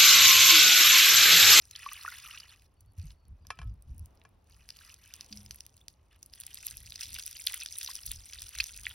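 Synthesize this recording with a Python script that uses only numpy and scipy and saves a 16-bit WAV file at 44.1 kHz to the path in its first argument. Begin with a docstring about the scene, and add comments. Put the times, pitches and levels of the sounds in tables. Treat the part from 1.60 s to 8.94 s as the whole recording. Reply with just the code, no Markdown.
"""Wet gel beads are poured from a cup into a hand press, outdoors, close to a phone: ticks, pops and plops
over rumble and a far wash. A faint bird whistles and low thuds sound; the plunger knocks into place and
spills some beads. Then the rest are forced through the sieve and burst with a dense crackle and sharp pops.
Beads are swarms of damped bubbles; pops are noise bursts; knocks ring the press; rumble and air are noise."""
import sys
import numpy as np
from scipy import signal
from scipy.fft import rfft, irfft
from scipy.io import wavfile
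from scipy.ndimage import uniform_filter1d

SR = 44100
rng = np.random.default_rng(int(sys.argv[2]) if len(sys.argv) > 2 else 0)


def wav_out(sig):
    """Save sig, one row per channel (or a flat mono array), as 16-bit PCM at SR to the path in sys.argv[1]."""
    wavfile.write(sys.argv[1], SR, np.round(np.clip(np.atleast_2d(sig).T, -1, 1) * 32767).astype(np.int16))


N = 323694
HZ = np.fft.rfftfreq(N, 1 / SR)
T = np.arange(N) / SR

# Loose beads on the move: poured, jostled by the plunger, spilling over the rim.
# Each row: start in seconds, length in seconds, wet body in relative dB, fine ticks in relative dB.
FLOWS = [(0, 0.13, -72, -64), (.11, 0.62, -51, -54), (.8, .14, -59, -63.5), (.96, 0.099, -75.5, -72),
         (1.36, 0.16, -68.5, -66.5), (1.84, 0.22, -75, -81), (2.25, 0.2, -83, -77),
         (2.85, 0.28, -70.5, -70.5), (3.12, .21, -61, -60), (3.36, 0.26, -64, -68), (4.5, 0.064, -68, -79)]
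FLOW_RISE, FLOW_FALL = 0.21, 0.11  # shares of a flow's length
SETTLING_DB = -87  # beads shifting at rest
# Colours of loose and of crushed beads. Each row: frequency in Hz, relative density in dB per Hz.
POUR_COLOUR = [(500, -57), (900, -5), (1250, 4), (2000, 4), (2900, 7.5), (4000, -1.5), (5600, 0.5),
               (7600, -5), (11000, -2), (13000, -11.5), (16000, -7)]
CRUSH_COLOUR = [(500, -21), (1000, -15.5), (1600, -5), (2600, 1.5), (4000, -0.5), (5600, 0), (7600, -2),
                (11000, -5.5), (13000, -6), (16000, -10)]
# Colour of the fine hiss. Each row: frequency in Hz, relative density in dB per Hz.
FIZZ_COLOUR = [(1000, -25), (2500, -4), (5500, -3), (7600, -4.5), (11000, -3.5), (15000, -1.5)]

# Buffeting in light air and in heavy gusts. Each row: frequency in Hz, relative density in dB per Hz.
RUMBLE_COLOUR = [(15, -28), (30, -15), (48, -1), (85, 1), (115, -8), (170, -16.5), (260, -27), (500, -50),
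                 (1000, -86)]
GUST_COLOUR = [(15, -31), (30, -4.5), (48, -1.5), (70, 0), (100, -8), (150, -25.5), (260, -32), (1000, -99)]
# Depth of the buffeting. Each row: time in seconds, share from 0 (light air) to 1 (heavy gusts).
GUSTY = [(0, 0.13), (1.3, 0.32), (2.3, .55), (3.4, 0.04), (4.4, .04), (5.1, 0.51), (6.5, .95), (7.34, 0.92)]
# Gusts buffeting the microphone. Each row: start in seconds, length in seconds, level in dB.
GUSTS = [(1.2, .12, -59), (1.35, 0.16, -51), (1.64, .1, -48.5), (1.78, 0.11, -53.5), (1.96, .18, -45),
         (2.24, .18, -43.5), (2.87, .15, -61.5), (3.67, .25, -55.5), (5.07, 0.23, -56), (5.43, 0.14, -55),
         (6.43, .15, -48), (6.72, 0.13, -55.5), (6.94, 0.082, -52.5), (7.1, 0.19, -54.5)]
GUST_RISE, GUST_FALL, CALM_DB = 0.34, 0.23, -64.5  # shares of a gust's length; the air between gusts

# Level of the distant outdoors. Each row: time in seconds, relative level in dB.
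AIR = [(0.0, -78.5), (0.31, -80.5), (2.41, -76), (2.51, -71.5), (3.0, -78), (3.49, -79), (3.64, -71),
       (4.17, -77), (7.34, -78)]
# Colour of the distant outdoors. Each row: frequency in Hz, relative density in dB per Hz.
AIR_COLOUR = [(60, -15.5), (200, 8.5), (400, 4.5), (700, 3), (1100, 0.5), (1600, -8.5), (2500, -11),
              (5000, -18), (8000, -30), (15000, -22)]

# The loudest beads that snap or burst.
# Each row: time in seconds, level in dB as if spread over 1 ms, cavity pitch in Hz, nominal length in ms.
POPS = [(.1106, -35.5, 6000, 1.4), (.1532, -35.5, 3200, 2.4), (.16, -31.5, 4600, 1.8),
        (.2298, -38, 2620, 2.6), (.2887, -34.5, 2620, 2), (.3329, -28, 9050, .9), (.709, -36, 2900, 2.8),
        (.7746, -35, 2970, 3.8), (.8, -35, 5020, 3.5), (1.207, -48, 8500, 2.4), (1.505, -47.5, 3720, 1.6),
        (1.8694, -42, 5600, .4), (2.2235, -47, 8000, .3), (2.3814, -43, 8500, .2), (2.395, -44, 8000, .3),
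        (2.459, -44, 9000, 0.3), (2.616, -53.5, 2700, 0.71), (3.09, -37.5, 5500, 0.3),
        (3.1041, -33, 4960, .65), (3.3, -45, 2720, 2.3), (3.3417, -40, 6000, 1.2),
        (3.5387, -32.5, 5770, 0.64), (3.6094, -32, 5030, 0.48), (3.7263, -32, 4760, 2.9),
        (3.7734, -36, 5500, 0.62), (3.862, -41, 5460, 0.54), (3.9093, -30.5, 5550, 0.59),
        (3.9593, -39.5, 8500, .4), (4.0064, -33, 5550, 0.74), (4.065, -38, 6500, .25),
        (4.168, -46.5, 7000, 0.49), (4.2828, -33.5, 5700, 0.4), (4.6289, -35.5, 6000, 1.1),
        (4.6614, -40.5, 7500, .6), (4.7365, -37, 5000, 0.95), (4.8015, -30.5, 7000, 1.2),
        (4.8095, -32, 7000, 1), (4.866, -29.5, 7500, 0.95), (4.9446, -29.5, 7000, .8),
        (5.064, -31, 7000, 0.72), (5.0677, -20.5, 7000, .63), (5.1706, -30.5, 6560, .5),
        (5.322, -34, 3930, 0.54), (5.3576, -30.5, 5050, 1.8), (5.4088, -28, 5540, 2.4),
        (5.4315, -27, 5470, 4.3), (5.5607, -34, 2830, 2.5), (5.5873, -30, 7500, .45),
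        (5.6637, -25, 7000, 1), (5.8669, -17.5, 7500, 1.6), (5.8714, -16.5, 4180, 0.75),
        (5.939, -32, 2200, 1.1), (5.9424, -22, 6850, 1.8), (6.019, -32, 3840, 2.8),
        (6.0605, -26.5, 5600, .8), (6.1849, -22.5, 7940, 2.5), (6.214, -31.5, 5230, 0.79),
        (6.2456, -26, 6000, 2.1), (6.2746, -28.5, 4170, 2.8), (6.3542, -26, 5900, .4),
        (6.4622, -23, 9000, 3.4), (6.5095, -34, 3600, 4), (6.5162, -22, 7040, 1),
        (6.7336, -32.5, 5030, 2.2), (6.82, -28, 7600, 0.27), (6.9867, -30, 3900, 0.2),
        (7.0014, -17, 2620, 2.6), (7.0026, -18.5, 4410, 3.2), (7.0406, -26, 5800, .63),
        (7.2537, -32, 3300, 1.4), (7.2674, -22.5, 2060, .7)]
# Higher-pitched beads put more of their burst into spray: pitch of equal shares, and slope.
EVEN_SPRAY_HZ, SPRAY_DB_PER_HZ = 5960, 0.01
STRAYS_PER_S, STRAY_HZ, STRAY_OCTAVES, STRAY_MS = 19, 6200, 0.45, 0.5
STRAY_DB, STRAY_SPREAD_DB, STRAY_LEAST_DB = 13, 2.5, -65  # above the stir; random spread; floor
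# Air pockets closing between wet beads.
# Each row: time in seconds, relative level in dB, starting pitch in Hz, t60 in seconds.
PLOPS = [(.133, -35, 3870, 0.013), (.2622, -23, 1085, .033), (.3165, -32, 1150, 0.024),
         (.41, -31.5, 4070, 0.017), (.449, -17.5, 1140, .013), (.462, -19, 1720, .0097),
         (.4785, -20, 1366, 0.024), (.519, -31.5, 1970, .023), (.523, -28, 1390, 0.013),
         (.666, -41, 1220, .027), (.738, -38.5, 1195, 0.024), (.832, -29, 2830, 0.011),
         (.892, -35, 4180, .013), (4.213, -39.5, 3400, .012), (6.024, -32, 2440, .031),
         (6.155, -32.5, 3680, .022), (6.2885, -29.5, 1000, .015), (6.389, -31.5, 3000, .012)]

# A faint, far bird.
# Each row: start in seconds, length in seconds, mean level in dB, first pitch in Hz, last pitch in Hz.
BIRD = [(1.16, .08, -80.5, 4500, 4550), (1.255, 0.08, -80, 4500, 4490), (1.37, 0.1, -78, 4560, 4570),
        (1.55, 0.15, -82, 4510, 4410), (1.8, .06, -80, 4950, 4600), (1.93, .05, -77, 5150, 4800),
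        (2.068, .06, -78, 5100, 4700)]
# Dull bumps. Each row: time in seconds, relative level in dB, starting pitch in Hz, t60 in seconds.
THUDS = [(1.38, -21.5, 88.5, 0.15), (1.435, -26, 153, 0.084), (1.452, -22.5, 53, 0.12),
         (1.988, -31, 146, 0.11), (2.052, -25, 53.8, 0.29), (2.056, -25, 107.3, 0.14),
         (3.705, -42, 209.8, 0.56), (3.70, -49, 290, .2), (3.785, -55, 82.7, 0.4), (6.97, -33.5, 58, 0.23)]
# The plunger meets the rim. Each row: time in seconds, relative level in dB, nominal contact time in ms.
KNOCKS = [(1.85, -57, .1), (1.9041, -26, 0.075), (1.989, -37.5, .15), (2.016, -41, 0.074),
          (2.029, -50.5, 0.3), (2.651, -46, 0.47)]
# Modes of the press. Each row: frequency in Hz, relative level in dB, t60 in seconds.
PRESS = [(443, -17.5, 0.066), (710, -10.5, 0.05), (1086, 2, 0.032), (1295, -16, 0.22), (1433, -7, 0.032),
         (1716, 0, 0.028), (1770, -32, 0.31), (2336, -27, 0.17), (2370, -8, 0.069), (2620, -6, 0.03),
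         (3180, -2, 0.016), (4200, -10, 0.015), (4910, -11, 0.02), (5300, -0.5, 0.015), (6700, -1, 0.0049),
         (10500, 4, 0.0038)]

# The squeeze, as the steady crackle that it drives. Each row: time in seconds, relative level in dB.
EFFORT = [(3.4, -70), (3.55, -66.5), (3.76, -62), (3.86, -64), (4.15, -72), (4.32, -84), (4.55, -85),
          (4.72, -72.5), (4.85, -67), (4.93, -59.5), (5.46, -54), (5.83, -52.5), (6.08, -51), (6.33, -49.5),
          (6.53, -54.5), (7.33, -54)]
EFFORT_TICKS_DB, EFFORT_BODY_DB = 2, -4.5  # relative to the effort
SLIP_DB, SLIPS_PER_S = 1.8, 24  # the beads yield in uneven slips
# A layer of beads gives way in one wet squelch.
# Each row: start in seconds, length in seconds, relative level in dB.
SQUELCHES = [(4.72, 0.22, -60), (5.0, 0.16, -55.5), (5.385, 0.062, -46.5), (5.54, 0.049, -48.5),
             (5.865, .05, -46), (5.935, .025, -44), (5.995, 0.042, -48.5), (6.15, 0.033, -54),
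             (6.28, .05, -50), (6.49, 0.036, -49), (6.71, 0.15, -54), (6.9, 0.12, -51), (7.255, .08, -51)]
SQUELCH_RISE, SQUELCH_FALL = 0.21, 0.2  # shares of a squelch's length
SQUELCH_TICKS_DB = -1.5  # relative to its body

# Phase between the microphone ports. Each row: frequency in Hz, nominal lead of the left in radians.
PORTS = [(0, 2), (1400, 0.11), (2700, 0.27), (3700, 0.36), (4650, 1.35), (5400, -0.98), (7060, 3),
         (8180, 3.5), (10400, 7), (11600, 7.5), (14400, 9.5), (16000, 11)]
EDGE_HZ = 16000


def amp(db):
    """Decibels to gain."""
    return 10 ** (np.asarray(db) / 20)


def unit(x):
    """Scales to energy 1."""
    return x / np.sqrt(np.sum(x ** 2) + 1e-30)


def together(a_db, b_db):
    """The level of two unrelated sounds at once."""
    return 10 * np.log10(amp(a_db) ** 2 + amp(b_db) ** 2)


def read(points, hz):
    """Reads a spectrum on a log-frequency axis."""
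    f, value = np.transpose(points)
    return np.interp(np.log(hz + 1), np.log(f + 1), value)


def follow(rows):
    """A curve of (time, value) rows, at every sample."""
    return np.interp(T, *np.transpose(rows))


def swells(rows, rise, fall, axis=2):
    """Level in dB of events that rise, hold and die away, in times proportional to their length."""
    power = np.full(N, 1e-14)
    for row in rows:
        age = (T - row[0]) / row[1]
        shape = np.clip(age / rise, 0, 1) * np.exp(-np.maximum(age - 1, 0) / fall)
        power += (amp(row[axis]) * shape) ** 2
    return 10 * np.log10(power)


def add(mix, s, sound):
    """Places a sound at its time, cut at the end."""
    part = mix[max(round(s * SR), 0):][:len(sound)]
    part += sound[:len(part)]


def noise(colour):
    """Coloured noise of rms 1."""
    spectrum = rfft(rng.standard_normal(N)) * amp(read(colour, HZ))
    return np.sqrt(N) * unit(irfft(spectrum, N))


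def drift(per_s):
    """A random wander of about unit size, with straight lines between random points."""
    return np.interp(T * per_s, np.arange(4000), rng.standard_normal(4000))


def ring(t, hz, t60, rise_s, glide=0):
    """A damped vibration with a soft start, whose pitch may climb or fall as it dies."""
    envelope = (1 - np.exp(-t / rise_s)) * np.exp(-np.log(1000) * t / t60)
    return envelope * np.sin(2 * np.pi * hz * t * (1 + glide * t / t60))


def rings(rows, rise_s, glide, level_db):
    """One damped vibration for each row."""
    out, t = np.zeros(N), np.arange(SR // 2) / SR
    for s, db, hz, t60 in rows:
        add(out, s, amp(db + level_db) * ring(t, hz, t60, rise_s, glide))
    return out


def band(x, low_hz, high_hz, order=2):
    """A causal band-pass."""
    edges_hz = [low_hz, min(high_hz, SR * .45)]
    return signal.sosfilt(signal.butter(order, edges_hz, "band", fs=SR, output="sos"), x)


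def beads(body_db, ticks_db, colour, per_s, cycles, clump_db, sharp_share, spread_db=4.5, count=44):
    """Countless wet contacts: most are tiny bubbles with one pitch each, some sharp ticks excite many."""
    out, t = np.zeros(N), np.arange(900) / SR
    pitches_hz = np.geomspace(700, 16000, count)
    power = amp(read(colour, pitches_hz)) ** 2 * pitches_hz
    high = pitches_hz > 4000
    power /= np.where(high, power[high].sum(), power[~high].sum())

    at, place, size, sign, kind = rng.random((int(per_s * N / SR), 5)).T
    at = (at * (N - 1)).astype(int)
    place = place ** .6  # high pitches far outnumber low ones
    avalanche = amp(clump_db * np.clip(drift(170), -2, 1.6))
    size = amp(spread_db * np.minimum(-np.log(size + 1e-9), 3.5)) * np.sign(sign - .5) * avalanche[at]
    breadth = np.where(kind < sharp_share, 7., .45)  # in pitch steps: sharp tick, or bubble
    for k, hz in enumerate(pitches_hz):
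        distance = place * (count + 4) - 2 - k
        reach = np.exp(-(distance / breadth) ** 2) / breadth ** .3 * rng.choice([-1, 1], len(at))
        # low pitches follow the wet body, high ones the ticking
        ticking = np.interp(np.log(hz), np.log([3300, 4800]), [0, 1])
        level = amp(ticking * (ticks_db[at] - body_db[at]) + body_db[at])
        clicks = np.bincount(at, unit(size * reach) * level, N) * np.sqrt(N * power[k])
        bubble = ring(t, hz, min(cycles / hz, .02), 2.1 / hz, glide=rng.uniform(-0.046, 0.27))
        out += signal.oaconvolve(clicks, unit(bubble))[:N]
    return out


def pour(body_db, ticks_db):
    """Loose beads touch often, mostly as single-pitched bubbles that ring for many cycles."""
    return beads(body_db - 1.5, ticks_db + 1, POUR_COLOUR, per_s=4600, cycles=33, clump_db=2.3,
                 sharp_share=0.05)


def fizz(ticks_db, level_db=-8, flicker_db=3):
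    """Water forced between the beads hisses finely, in step with the level of their ticking."""
    return noise(FIZZ_COLOUR) * amp(ticks_db + level_db + flicker_db * drift(110))


def rumble(apart_db=-23):
    """Low buffeting that swells in gusts, its colour following GUSTY, nearly alike on both sides."""
    gusty = np.clip(follow(GUSTY), 0, 1)
    x = np.sqrt(1 - gusty) * noise(RUMBLE_COLOUR) + np.sqrt(gusty) * noise(GUST_COLOUR)
    x /= np.sqrt(uniform_filter1d(x ** 2, size=6000) + 0.055)  # evens out chance swells
    side = amp(apart_db) * noise(RUMBLE_COLOUR)
    level_db = together(swells(GUSTS, GUST_RISE, GUST_FALL), CALM_DB)
    return np.array([x + side, x - side]) * amp(level_db)


def outdoors(level_db=2, apart=0.58):
    """Far-off wash: coloured noise, partly different on each side."""
    common, side = noise(AIR_COLOUR), noise(AIR_COLOUR)
    return amp(follow(AIR) + level_db) * np.array([common + apart * side, common - apart * side])


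def strays(stir_db):
    """Rows of lesser pops at random moments, stronger as the beads are stirred more."""
    rows = []
    for at, size, pitch, length in rng.random((int(STRAYS_PER_S * N / SR), 4)):
        db = together(stir_db[int(at * N)] + STRAY_DB, STRAY_LEAST_DB)
        db += STRAY_SPREAD_DB * min(-np.log(size), 2)
        hz = STRAY_HZ * 2 ** (STRAY_OCTAVES * (2 * pitch - 1))
        rows.append((at * N / SR, db, hz, STRAY_MS * 2 ** (2 * length - 1)))
    return rows


def pops(rows, width=1.124, spray_hz=7600, splash_db=-18, splash_s=0.027, decay=0.96,
         cavity_db=-3.5, cavity_life=4.6):
    """A bead splits in tiny tears that ring its cavity and throw fine spray; a wet splash outlasts them."""
    out, t = np.zeros(N), np.arange(2048) / SR
    for s, db, hz, ms in rows:
        lean_db = SPRAY_DB_PER_HZ * (hz - EVEN_SPRAY_HZ)
        tears, clump, splash = rng.standard_normal((3, len(t)))
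        length_s = max(ms, .2) / 1000
        split = unit(tears * np.exp(0.17 * clump) * np.exp(-(t / (2 * decay * length_s)) ** 2))
        drive = split + amp(splash_db) * unit(splash * np.exp(-t / splash_s))
        body = band(band(drive, hz / width, hz * width, order=1), max(hz * 0.27, 1200), 6170)
        # the hollow left by the bead rings on, longer after a slow split
        cavity = ring(t, hz, cavity_life * length_s + 6 / hz, length_s / 2, glide=-0.039)
        body = unit(body) + amp(cavity_db) * unit(cavity)
        spray = band(drive, spray_hz, 18600)
        burst = unit(body) + amp(lean_db) * unit(spray)
        add(out, s - .0002, np.sqrt(SR / 1000) * amp(db - together(0, lean_db)) * burst)
    return out


def plops():
    """Closing air pockets ring as damped bubbles whose pitch climbs."""
    return rings(PLOPS, rise_s=0.0032, glide=0.093, level_db=2.5)


def bird(waver_hz=25, flutter_db=2.5):
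    """Thin whistles: short gliding sines, wavering in pitch and level."""
    out = np.zeros(N)
    for s, length_s, db, first_hz, last_hz in BIRD:
        size = int(length_s * SR)
        hz = np.linspace(first_hz, last_hz, size) + waver_hz * drift(120)[:size]
        level = amp(db + flutter_db * drift(90)[:size]) * signal.windows.tukey(size, .5)
        add(out, s, level * np.sin(2 * np.pi * np.cumsum(hz) / SR))
    return out


def thuds():
    """Dull bumps: slow-starting damped vibrations whose pitch falls."""
    return rings(THUDS, rise_s=0.015, glide=-.05, level_db=-3)


def knocks(level_db=-1, rattle=0.83, rattle_s=0.0092, clack_db=-4, clack_s=0.0032):
    """A short push and a little rattle ring the modes of the press, over the dense clack of its plastic."""
    out, t = np.zeros(N), np.arange(SR // 3) / SR
    body = sum((-1) ** k * amp(db) * ring(t, hz, t60, .0001) for k, (hz, db, t60) in enumerate(PRESS))
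    for s, db, ms in KNOCKS:
        push = unit(np.exp(-t * 1000 / (ms / 2)))
        blow = push + rattle * unit(rng.standard_normal(len(t)) * np.exp(-t / rattle_s))
        clack = band(rng.standard_normal(len(t)) * np.exp(-t / clack_s), 480, 9200)
        clack = band(clack, 380, 2700, order=1)
        sound = unit(signal.fftconvolve(blow, body)[:len(t)]) + amp(clack_db) * unit(clack)
        add(out, s, amp(db + level_db) * np.sqrt(SR / 1000) * sound)
    return out


def crush(body_db, ticks_db):
    """Squeezed beads burst in clumps, with more sharp ticks and shorter bubbles than loose ones."""
    return beads(body_db - 3, ticks_db + 1, CRUSH_COLOUR, per_s=1800, cycles=21.5, clump_db=4.5,
                 sharp_share=.25)


def ports(x, spread=0.092):
    """Near sound meets the two ports with a phase lead set by frequency, wandering between two extremes."""
    lead = np.interp(HZ, *np.transpose(PORTS)) * np.array([[.5], [-.5]])
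    spectrum = rfft(x)
    one_edge = irfft(spectrum * np.exp(1j * lead * (1 - spread)), N)
    other_edge = irfft(spectrum * np.exp(1j * lead * (1 + spread)), N)
    place = (1 + np.tanh(2 * drift(200))) / 2
    return place * one_edge + (1 - place) * other_edge


def yard(x, wet_db=-24, t60=0.11, press_db=-20, press_t60=0.0098):
    """Quick scatter off the press and hands, and a faint tail from the ground; unlike on each side."""
    t = np.arange(SR // 4) / SR
    sides = []
    for _ in range(2):
        tail = rng.standard_normal(len(t)) * np.exp(-np.log(1000) * t / t60) * (t > .004)
        early = rng.standard_normal(len(t)) * np.exp(-np.log(1000) * t / press_t60)
        echo = amp(wet_db) * unit(band(tail, 270, 5700, order=1))
        echo += amp(press_db) * unit(band(early, 2000, 12700, order=1))
        sides.append(signal.oaconvolve(x, echo)[:N])
    return np.array(sides)


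def scene():
    """Beads and press close by, over thuds, rumble, the outdoor wash and a bird."""
    flow_body_db = together(swells(FLOWS, FLOW_RISE, FLOW_FALL, axis=2), SETTLING_DB)
    flow_ticks_db = together(swells(FLOWS, FLOW_RISE, FLOW_FALL, axis=3), SETTLING_DB)
    effort_db = np.where(T < EFFORT[0][0], -140, follow(EFFORT))
    effort_db = effort_db + SLIP_DB * drift(SLIPS_PER_S)
    squelch_db = swells(SQUELCHES, SQUELCH_RISE, SQUELCH_FALL)
    crush_body_db = together(effort_db + EFFORT_BODY_DB, squelch_db)
    crush_ticks_db = together(effort_db + EFFORT_TICKS_DB, squelch_db + SQUELCH_TICKS_DB)
    stir_db = together(flow_ticks_db, crush_ticks_db)

    near = pour(flow_body_db, flow_ticks_db) + fizz(stir_db)
    near += pops(list(POPS) + strays(stir_db)) + plops()
    near += knocks() + crush(crush_body_db, crush_ticks_db)
    return ports(near) + yard(near) + rumble() + outdoors() + bird() + thuds()


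def record(dry, top_db=-3.5):
    """The microphone dulls the highest treble; then the band limit."""
    colour = amp(top_db * np.clip((HZ - 11500) / 2500, 0, 1))
    dulled = irfft(rfft(dry) * colour, N)
    low_pass = signal.firwin(511, EDGE_HZ, window=("kaiser", 8), fs=SR)
    return signal.oaconvolve(dulled, low_pass[None], "same")


dry = scene()
out = record(dry)
wav_out(out)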